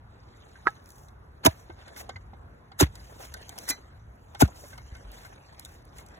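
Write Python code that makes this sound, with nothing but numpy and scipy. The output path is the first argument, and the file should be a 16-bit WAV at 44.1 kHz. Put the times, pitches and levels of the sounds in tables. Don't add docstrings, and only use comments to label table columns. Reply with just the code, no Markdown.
import sys
import numpy as np
from scipy import signal
from scipy.fft import rfft, irfft, next_fast_len
from scipy.io import wavfile
from scipy.ndimage import uniform_filter1d

SR = 44100
rng = np.random.default_rng(int(sys.argv[2]) if len(sys.argv) > 2 else 0)


def gain_from_decibels(decibels):
    exponent = np.asarray(decibels, float) / 20
    return 10 ** exponent


def to_wav(s):
    ch = np.atleast_2d(s).T
    pcm = np.round(np.clip(ch, -1, 1) * 32767)
    wavfile.write(sys.argv[1], SR, pcm.astype(np.int16))


N = 272965
T = np.arange(N) / SR
LONG = next_fast_len(N)
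HZ = np.maximum(np.arange(LONG // 2 + 1) * SR / LONG, 1)

# f/Hz, density/dB per Hz
AIR_SPECTRUM = [(120, -7.5), (430, -11), (900, -11.5), (1500, -16), (2100, -23.5), (2800, -32.5),
                (4500, -38), (7500, -49), (11000, -44.5), (14000, -50.5)]
RUMBLE_SPECTRUM = [(12, -47.5), (20, -7.5), (33, -2), (54, 3), (135, -7.5), (166, -16.5), (220, -18),
                   (290, -46), (480, -120)]
DUST_SPECTRUM = [(8000, -12), (10000, 0.5), (12000, 2), (14000, 0.5), (16000, -3.5)]
CRUMB_SPECTRUM = [(3500, -2), (5000, 0.5), (6500, -0.5), (8000, -3), (9500, -5)]
CLAY_SPECTRUM = [(300, -7.5), (700, 5), (1200, -1.5), (1700, 3), (2400, -2), (3300, -4.5), (4300, -4.5)]
LUMP_SPECTRUM = [(200, -3), (400, -3.5), (700, -1.5), (1100, -6.5)]
GRIT_SPECTRUM = [(3000, -7), (4200, -9), (5500, 2.5), (6800, 2), (8800, 0.5), (10500, -2.5), (12700, -0.5),
                 (15500, -6)]
# f/Hz, correlation
PORT_LIKENESS = [(60, 0.96), (130, 1), (290, 0.7), (640, -0.18), (1400, -0.15), (3100, -0.5), (16000, 1)]
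# t/s, level/dB
GUSTS = [(0.0, -53.5), (1.3, -56), (1.78, -52.5), (2.41, -53), (2.65, -56), (2.89, -50), (3.1, -53.5),
         (3.98, -55.5), (4.79, -50.5), (5.0, -51.5), (5.3, -56), (6.19, -53.5)]
# t/s, flow level/dB, coarse share level/dB
TRICKLE = [(0.0, -96, 16), (0.12, -81, 16), (0.65, -69.5, 8), (0.9, -76, 7.5), (1.17, -87, 2),
           (1.96, -68.5, 16.5), (2.29, -81.5, 7), (2.76, -84.5, 7.5), (2.98, -65.5, 8), (3.62, -61, 8.5),
           (3.78, -69, 13.5), (4.07, -84, 4), (4.34, -70.5, 8), (4.53, -64, 8), (4.93, -68.5, 12),
           (5.55, -70, 12.5), (5.9, -75, 9.5), (6.19, -70, 15)]
# t/s, level/dB, size (0 dust, 1 crumb, 2 clay, 3 lump)
GRAINS = [(0.841, -62, .1), (.8574, -54, 0.37), (0.8897, -48, 0.081), (.903, -47, 0.15), (.9194, -56, 0.28),
          (.9562, -55, 0.28), (0.981, -52, .05), (0.9953, -67, 0.91), (1.034, -59, 0.56),
          (1.0835, -54.5, 1.03), (1.8789, -52, 1.27), (3.1957, -54, 0.11), (3.4161, -52, 0.81),
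          (3.492, -38, 0.72), (3.5769, -41, 1.26), (3.586, -34.5, .45), (4.4763, -48, 0.63),
          (5.116, -49, 0.43), (5.5949, -37.5, .21), (5.608, -53, 0.56), (5.6486, -40.5, 0.6),
          (5.656, -45.5, 0.86), (5.851, -56, 0.068), (5.983, -42.5, 0.97), (6.008, -52, 1.23),
          (6.062, -52, 0.63), (6.0851, -54, 0.87), (5.247, -50.5, 1.6), (4.967, -54.5, .9),
          (4.703, -53, .9), (5.143, -55, 0.92)]
# t/s, level/dB, size (as above), ring f/Hz
CLODS = [(.5564, -56, 2.3, 1573), (.7024, -54, 1.1, 1890), (1.6961, -47.5, 2.83, 343),
         (1.9614, -44, 1.22, 1740), (2.0914, -39, 1.84, 770), (2.1594, -47, 2.26, 2046),
         (2.3327, -50.5, 2.95, 794), (2.7157, -52.5, 1.98, 784), (2.9533, -43.5, 0.99, 3350),
         (3.198, -49, 3, 580), (3.3394, -35, 0.91, 1920), (4.347, -42, 1.65, 813),
         (4.4766, -36.5, 4.04, 700), (4.729, -50.5, 1.9, 1550), (4.637, -51.5, 2.6, 580),
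         (4.777, -44, 1.38, 940), (4.9494, -51, 1.58, 1550)]
# f/Hz, level/dB, t60/s
SCOOP_MODES = [(1550, -33.5, 0.06), (2154, -37, 0.085), (3680, -48, 0.084)]
# lag/s, level/dB, f/Hz, t60/s
TAP_MODES = [(-.014, -33, 1300, .05), (-.007, -27, 1300, 0.12), (.0003, 5.5, 1384, 0.0061),
             (.0004, -10.5, 1900, 0.018), (-0.017, -25.5, 167, 0.026), (.012, -25.5, 813, 0.041),
             (.0031, -7, 1030, 0.011), (-0.0028, -7, 366, 0.018), (0.00016, -14, 1318, .04),
             (.0075, -14.5, 1680, 0.031), (-0.002, -36.5, 2900, 0.025), (.006, -36.5, 510, .049)]
# f/Hz, level/dB, t60/s
CLASH_MODES = [(2400, -30, .075), (2020, -32, .07), (4030, -31, .13), (5980, -33, .15), (780, -35, .05)]
# t/s, level/dB, f/Hz, t60/s
KNOCKS = [(1.453, -20, 934, 0.048), (1.455, -3, 269, 0.023), (1.46, -3.5, 3020, .012),
          (1.464, -14, 2408, 0.013), (1.4641, -6, 972, 0.049), (1.4645, -6.5, 648.5, 0.059),
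          (1.467, -6, 304, 0.036), (1.464, -17.5, 1670, 0.044), (1.4707, -9.5, 803, 0.028),
          (1.4788, -19, 149.3, 0.025), (2.8, -19, 1375, 0.06), (2.801, -19, 3780, 0.048),
          (2.806, -21.5, 810, 0.052), (2.812, -7.5, 369, 0.041), (2.815, -8.5, 328, 0.032),
          (2.8217, -5, 302, 0.046), (2.831, 0, 148.7, .022), (3.70, -28.5, 284, 0.064),
          (4.411, -10, 834, 0.047), (4.4204, 0.5, 695, 0.016), (4.4231, 4, 287, 0.023),
          (4.424, -12, 1453, 0.036), (4.4297, 0, 199.9, 0.07), (4.4319, 0.5, 196.8, 0.06),
          (4.436, -20, 138, .03)]
# t/s, left minus right level/dB
STAB_LEANS = [
    (1.46, -5.5),
    (2.81, -9.5),
    (3.7, -2),
    (4.42, 8.5),
]
# t/s, level/dB, first f/Hz, last f/Hz, t60/s
THUMPS = [
    (1.48, -12, 132.5, 72.4, 0.058),
    (2.8297, -9, 125, 61.6, .1),
    (4.4334, -6, 124, 58.7, 0.098),
    (4.924, -27.5, 71.4, 59, 0.1),
    (5.049, -30.5, 59, 48, 0.38),
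    (2.156, -39.5, 101.5, 91, 0.4),
]
# t/s, hold/s, treble level/dB, middle level/dB
BITES = [
    (1.441, 0.0028, -56, -38),
    (2.801, 0.011, -20.5, -23),
    (3.68, 0.0076, -42, -43),
    (4.405, 0.014, -25.5, -28.5),
]
# t/s, hold/s, treble level/dB, middle level/dB
CRACKS = [
    (1.45, 0.013, -24.5, -25),
    (1.4628, .004, -18.5, -14),
    (2.807, 0.015, -32, -27),
    (3.69, 0.0108, -26, -42.5),
    (3.703, 0.0043, -27.5, -47),
    (4.418, 0.0073, -32, -28.5),
    (2.828, .0012, -34.5, -31),
]
# t/s, hold/s, treble level/dB, middle level/dB
SETTLES = [
    (.672, 0.0028, -57.5, -40),
    (1.466, 0.0027, -42.5, -30),
    (2.828, 0.002, -43, -30.5),
    (3.709, 0.011, -44.5, -40),
    (4.43, 0.0053, -43.5, -32.5),
]
# t/s, hold/s, treble level/dB, middle level/dB
RUBS = [(0.872, 0.17, -64.5, -87), (1.506, 0.11, -64.5, -62), (1.794, 0.027, -77, -53),
        (1.98, 0.026, -45, -46), (2.968, 0.19, -66, -65), (3.209, 0.046, -52, -50.5),
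        (3.598, 0.055, -53.5, -61), (4.557, 0.15, -56.5, -67), (5.133, 0.13, -60.5, -57),
        (5.63, 0.12, -64, -63), (5.958, .05, -58.5, -56)]
# f/Hz, level/dB, t60/s
BLADE_MODES = [(1540, -8, .07), (2020, -3, .08), (2400, -7, .05), (2680, -8, .08), (4030, -5, .11),
               (4850, -10, .09), (5830, -8, .05), (5980, -12, .13), (6550, -6, .05)]
# f/Hz, level/dB, t60/s
HINGE_MODES = [(12700, -55, .22), (12560, -58, .18)]


def along(table):
    hz, value = np.transpose(table)
    return np.interp(np.log(HZ), np.log(hz), value)


def noise(spectrum):
    skirt = np.minimum(HZ / spectrum[0][0], 1) ** 3 * np.minimum(spectrum[-1][0] / HZ, 1) ** 4
    mid, side = rfft(rng.standard_normal((2, LONG)))
    like = np.clip(along(PORT_LIKENESS), -1, 1)
    mid, side = mid * np.sqrt(1 + like), side * np.sqrt(1 - like)
    ports = np.array([mid + side, mid - side])
    x = irfft(ports * gain_from_decibels(along(spectrum)) * skirt, LONG)[:, :N]
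    return x / x.std()


def walk(rate):
    hold = int(SR / rate)
    steps = np.repeat(rng.standard_normal(N // hold + 1), hold)
    return uniform_filter1d(uniform_filter1d(steps, hold), hold)[:N]


def patchy(x, depth_db, frames=5, bins=14):
    z = signal.stft(x, nperseg=256)[2]
    field = rng.standard_normal(z.shape[1:])
    field = uniform_filter1d(uniform_filter1d(field, frames, axis=1), bins, axis=0)
    gain = gain_from_decibels(depth_db * np.clip(field / field.std(), -3, 1.7))
    return signal.istft(z * gain, nperseg=256)[1][:, :N]


def add(out, s, sound):
    i = int(s * SR)
    out[..., i:i + sound.shape[-1]] += sound[..., :N - i]


def swell(rise_s, t60_s, hold_s=0):
    t = np.arange(int((6 * rise_s + hold_s + 1.3 * t60_s) * SR)) / SR - 6 * rise_s
    rise = np.exp(np.minimum(t, 0) / rise_s)
    return np.where(t < 0, rise, gain_from_decibels(-60 * np.maximum(t - hold_s, 0) / t60_s))


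def ring(hz, t60_s, pan_db, phase_rad, rise_cycles):
    t = np.arange(int(t60_s * SR)) / SR
    sides = np.array([[1], [-1]])
    push = np.sin(np.pi / 2 * np.minimum(t * hz / rise_cycles, 1)) ** 2
    decay = gain_from_decibels(-60 * t / t60_s + sides * pan_db / 2)
    return push * decay * np.sin(2 * np.pi * hz * t + sides * phase_rad)


def mode(push, hz, db, t60_s):
    pole = np.exp(2j * np.pi * hz / SR - np.log(1000) / (t60_s * SR))
    return gain_from_decibels(db) * signal.lfilter([1], [1, -pole], push).imag


def outdoors():
    hush_db = -57 + 0.7 * walk(rate=3)
    hush = gain_from_decibels(hush_db) * patchy(noise(AIR_SPECTRUM), 2, frames=30, bins=2)
    rumble_db = np.interp(T, *np.transpose(GUSTS)) + 4 + 1.9 * walk(rate=10)
    return hush + gain_from_decibels(rumble_db) * noise(RUMBLE_SPECTRUM)


def sliding():
    s, flow, coarse = np.transpose(TRICKLE)
    flow_db, coarse_db = np.interp(T, s, flow), np.interp(T, s, coarse)
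    grain_db = 2 * walk(rate=300)
    sizes = [(CRUMB_SPECTRUM, 0, 0.05), (DUST_SPECTRUM, 0.5, -1.2),
             (CLAY_SPECTRUM, -2, 0.84), (LUMP_SPECTRUM, -6.5, 1.1)]
    out = 0
    for spectrum, trim_db, share in sizes:
        level_db = flow_db + share * coarse_db + trim_db + grain_db + 0.87 * walk(rate=12)
        out = out + gain_from_decibels(level_db) * noise(spectrum)
    return patchy(patchy(out, 3.5), 4, frames=24, bins=2)


def size_db(size, kind):
    return -9 * abs(size - kind) ** 2.4


def ticks():
    puffs, rings = np.zeros((4, N)), np.zeros((2, N))
    trims_db, t60s_s = (3, 2.06, 3.1, 1.5), (0.0078, 0.018, 0.05, 0.07)
    for s, db, size, *_ in GRAINS + CLODS:
        for kind, (puff, trim_db, t60_s) in enumerate(zip(puffs, trims_db, t60s_s)):
            level = gain_from_decibels(db + size_db(size, kind) + trim_db)
            add(puff, s - t60_s / 25, level * swell(t60_s / 50, t60_s))
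    phases_rad = rng.uniform(-0.75, 1, len(CLODS))
    for (s, db, size, hz), phase_rad in zip(CLODS, phases_rad):
        level = gain_from_decibels(db + size_db(size, kind=2.6) + 12)
        add(rings, s, level * ring(hz, 0.052, -2.8, phase_rad, rise_cycles=0.59))
    spectra = (DUST_SPECTRUM, CRUMB_SPECTRUM, CLAY_SPECTRUM, LUMP_SPECTRUM)
    grains = sum(puff * noise(spectrum) for puff, spectrum in zip(puffs, spectra))
    grains = patchy(grains, 4, frames=6, bins=4)
    return rings + grains + sum(mode(grains, *part) for part in SCOOP_MODES)


def tap():
    out = np.zeros((2, N))
    for lag_s, db, hz, t60_s in TAP_MODES:
        add(out, 0.67 + lag_s, gain_from_decibels(db) * ring(hz, t60_s, -5, -0.52, rise_cycles=1.9))
    return out


def clash():
    out = np.zeros((2, N))
    for hz, db, t60_s in CLASH_MODES:
        add(out, 3.703, gain_from_decibels(db) * ring(hz, t60_s, -1.5, 0.25, rise_cycles=20))
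    return out


def thumps():
    out = np.zeros((2, N))
    for s, db, first_hz, last_hz, t60_s in THUMPS:
        t = np.arange(int(t60_s * SR)) / SR
        hz = last_hz + (first_hz - last_hz) * np.exp(-t / 0.0091)
        add(out, s, gain_from_decibels(db - 60 * t / t60_s) * np.sin(2 * np.pi * np.cumsum(hz) / SR))
    return out


def knocks():
    out = np.zeros((2, N))
    for s, db, hz, t60_s in KNOCKS:
        nearest = min(STAB_LEANS, key=lambda stab: abs(stab[0] - s))
        lean_db = nearest[1] * min(hz / 700, 1) ** 1.1
        phase_rad = -min((hz / 600) ** 1.4, 1.6)
        add(out, s, gain_from_decibels(db) * ring(hz, t60_s, lean_db, phase_rad, rise_cycles=1.1))
    return out


def blades(push):
    free = (T > 3.5) & (T < 3.9)
    steel = sum(mode(free * push, hz, db - 32, t60_s) for hz, db, t60_s in BLADE_MODES)
    return steel + sum(mode(~free * push, *bolt) for bolt in HINGE_MODES)


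def crunches():
    treble, middle = np.zeros((2, N))
    shapes = [(BITES, (0.0038, 0.019)), (CRACKS, (0.0011, 0.019)), (SETTLES, (0.0054, 0.11))]  # rise/s, t60/s
    rows = [row + shape for table, shape in shapes for row in table]
    rows += [row + (0.012, 0.051 + 1.54 * row[1]) for row in RUBS]
    for s, hold_s, treble_db, middle_db, rise_s, t60_s in rows:
        shape = swell(rise_s, t60_s, hold_s)
        add(treble, s - 6 * rise_s, gain_from_decibels(treble_db) * shape)
        add(middle, s - 6 * rise_s, gain_from_decibels(middle_db) * shape)
    gritty_db = 0.92 * walk(rate=1100) + 2 * walk(rate=150)
    broken = treble * noise(GRIT_SPECTRUM) + middle * noise(CLAY_SPECTRUM)
    grains = gain_from_decibels(gritty_db) * patchy(broken, 3, frames=4, bins=3)
    return grains + blades(grains)


def scene():
    return outdoors() + sliding() + ticks() + tap() + clash() + thumps() + knocks() + crunches()


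def thin_treble(pair):
    mid_side = np.array([pair[0] + pair[1], pair[0] - pair[1]]) / 2
    hz, _, z = signal.stft(mid_side, SR, nperseg=1024)
    power = uniform_filter1d(uniform_filter1d(abs(z) ** 2, size=7, axis=1), size=4, axis=2)
    treble = hz > 2300
    now = (abs(z[:, treble]) ** 2).mean(axis=(0, 1))
    calm = (now < gain_from_decibels(2 * -52)) & (now < np.roll(now, shift=2) * gain_from_decibels(2 * 5))
    around = uniform_filter1d(power, size=31, axis=1)
    masked = power < power[::-1] * gain_from_decibels(2 * -6.5)
    dip = power < around * gain_from_decibels(2 * -5.5)
    weak = (masked | dip) & treble[:, None] & calm
    mid, side = signal.istft(z * np.where(weak, gain_from_decibels(-40), 1), SR, nperseg=1024)[1][:, :N]
    return np.array([mid + side, mid - side])


def low_pass(x):
    return signal.sosfilt(signal.butter(12, 16810, fs=SR, output="sos"), x)


def record(dry):
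    left, right = rfft(dry, LONG)
    share = 1 / (1 + (4000 / HZ) ** 12)
    late = left * np.exp(1j * (0.72 - 2 * np.pi * HZ * 0.000238))
    right = np.sqrt(1 - share) * right - np.sqrt(share) * late
    band = 1 / (1 + (HZ / 15900) ** 50) / (1 + (42 / HZ) ** 4)
    pair = thin_treble(irfft(np.array([left, right]) * band, LONG)[:, :N])
    return low_pass(np.tanh(0.81 * pair) / 0.85)


dry = scene()
out = record(dry)
to_wav(out)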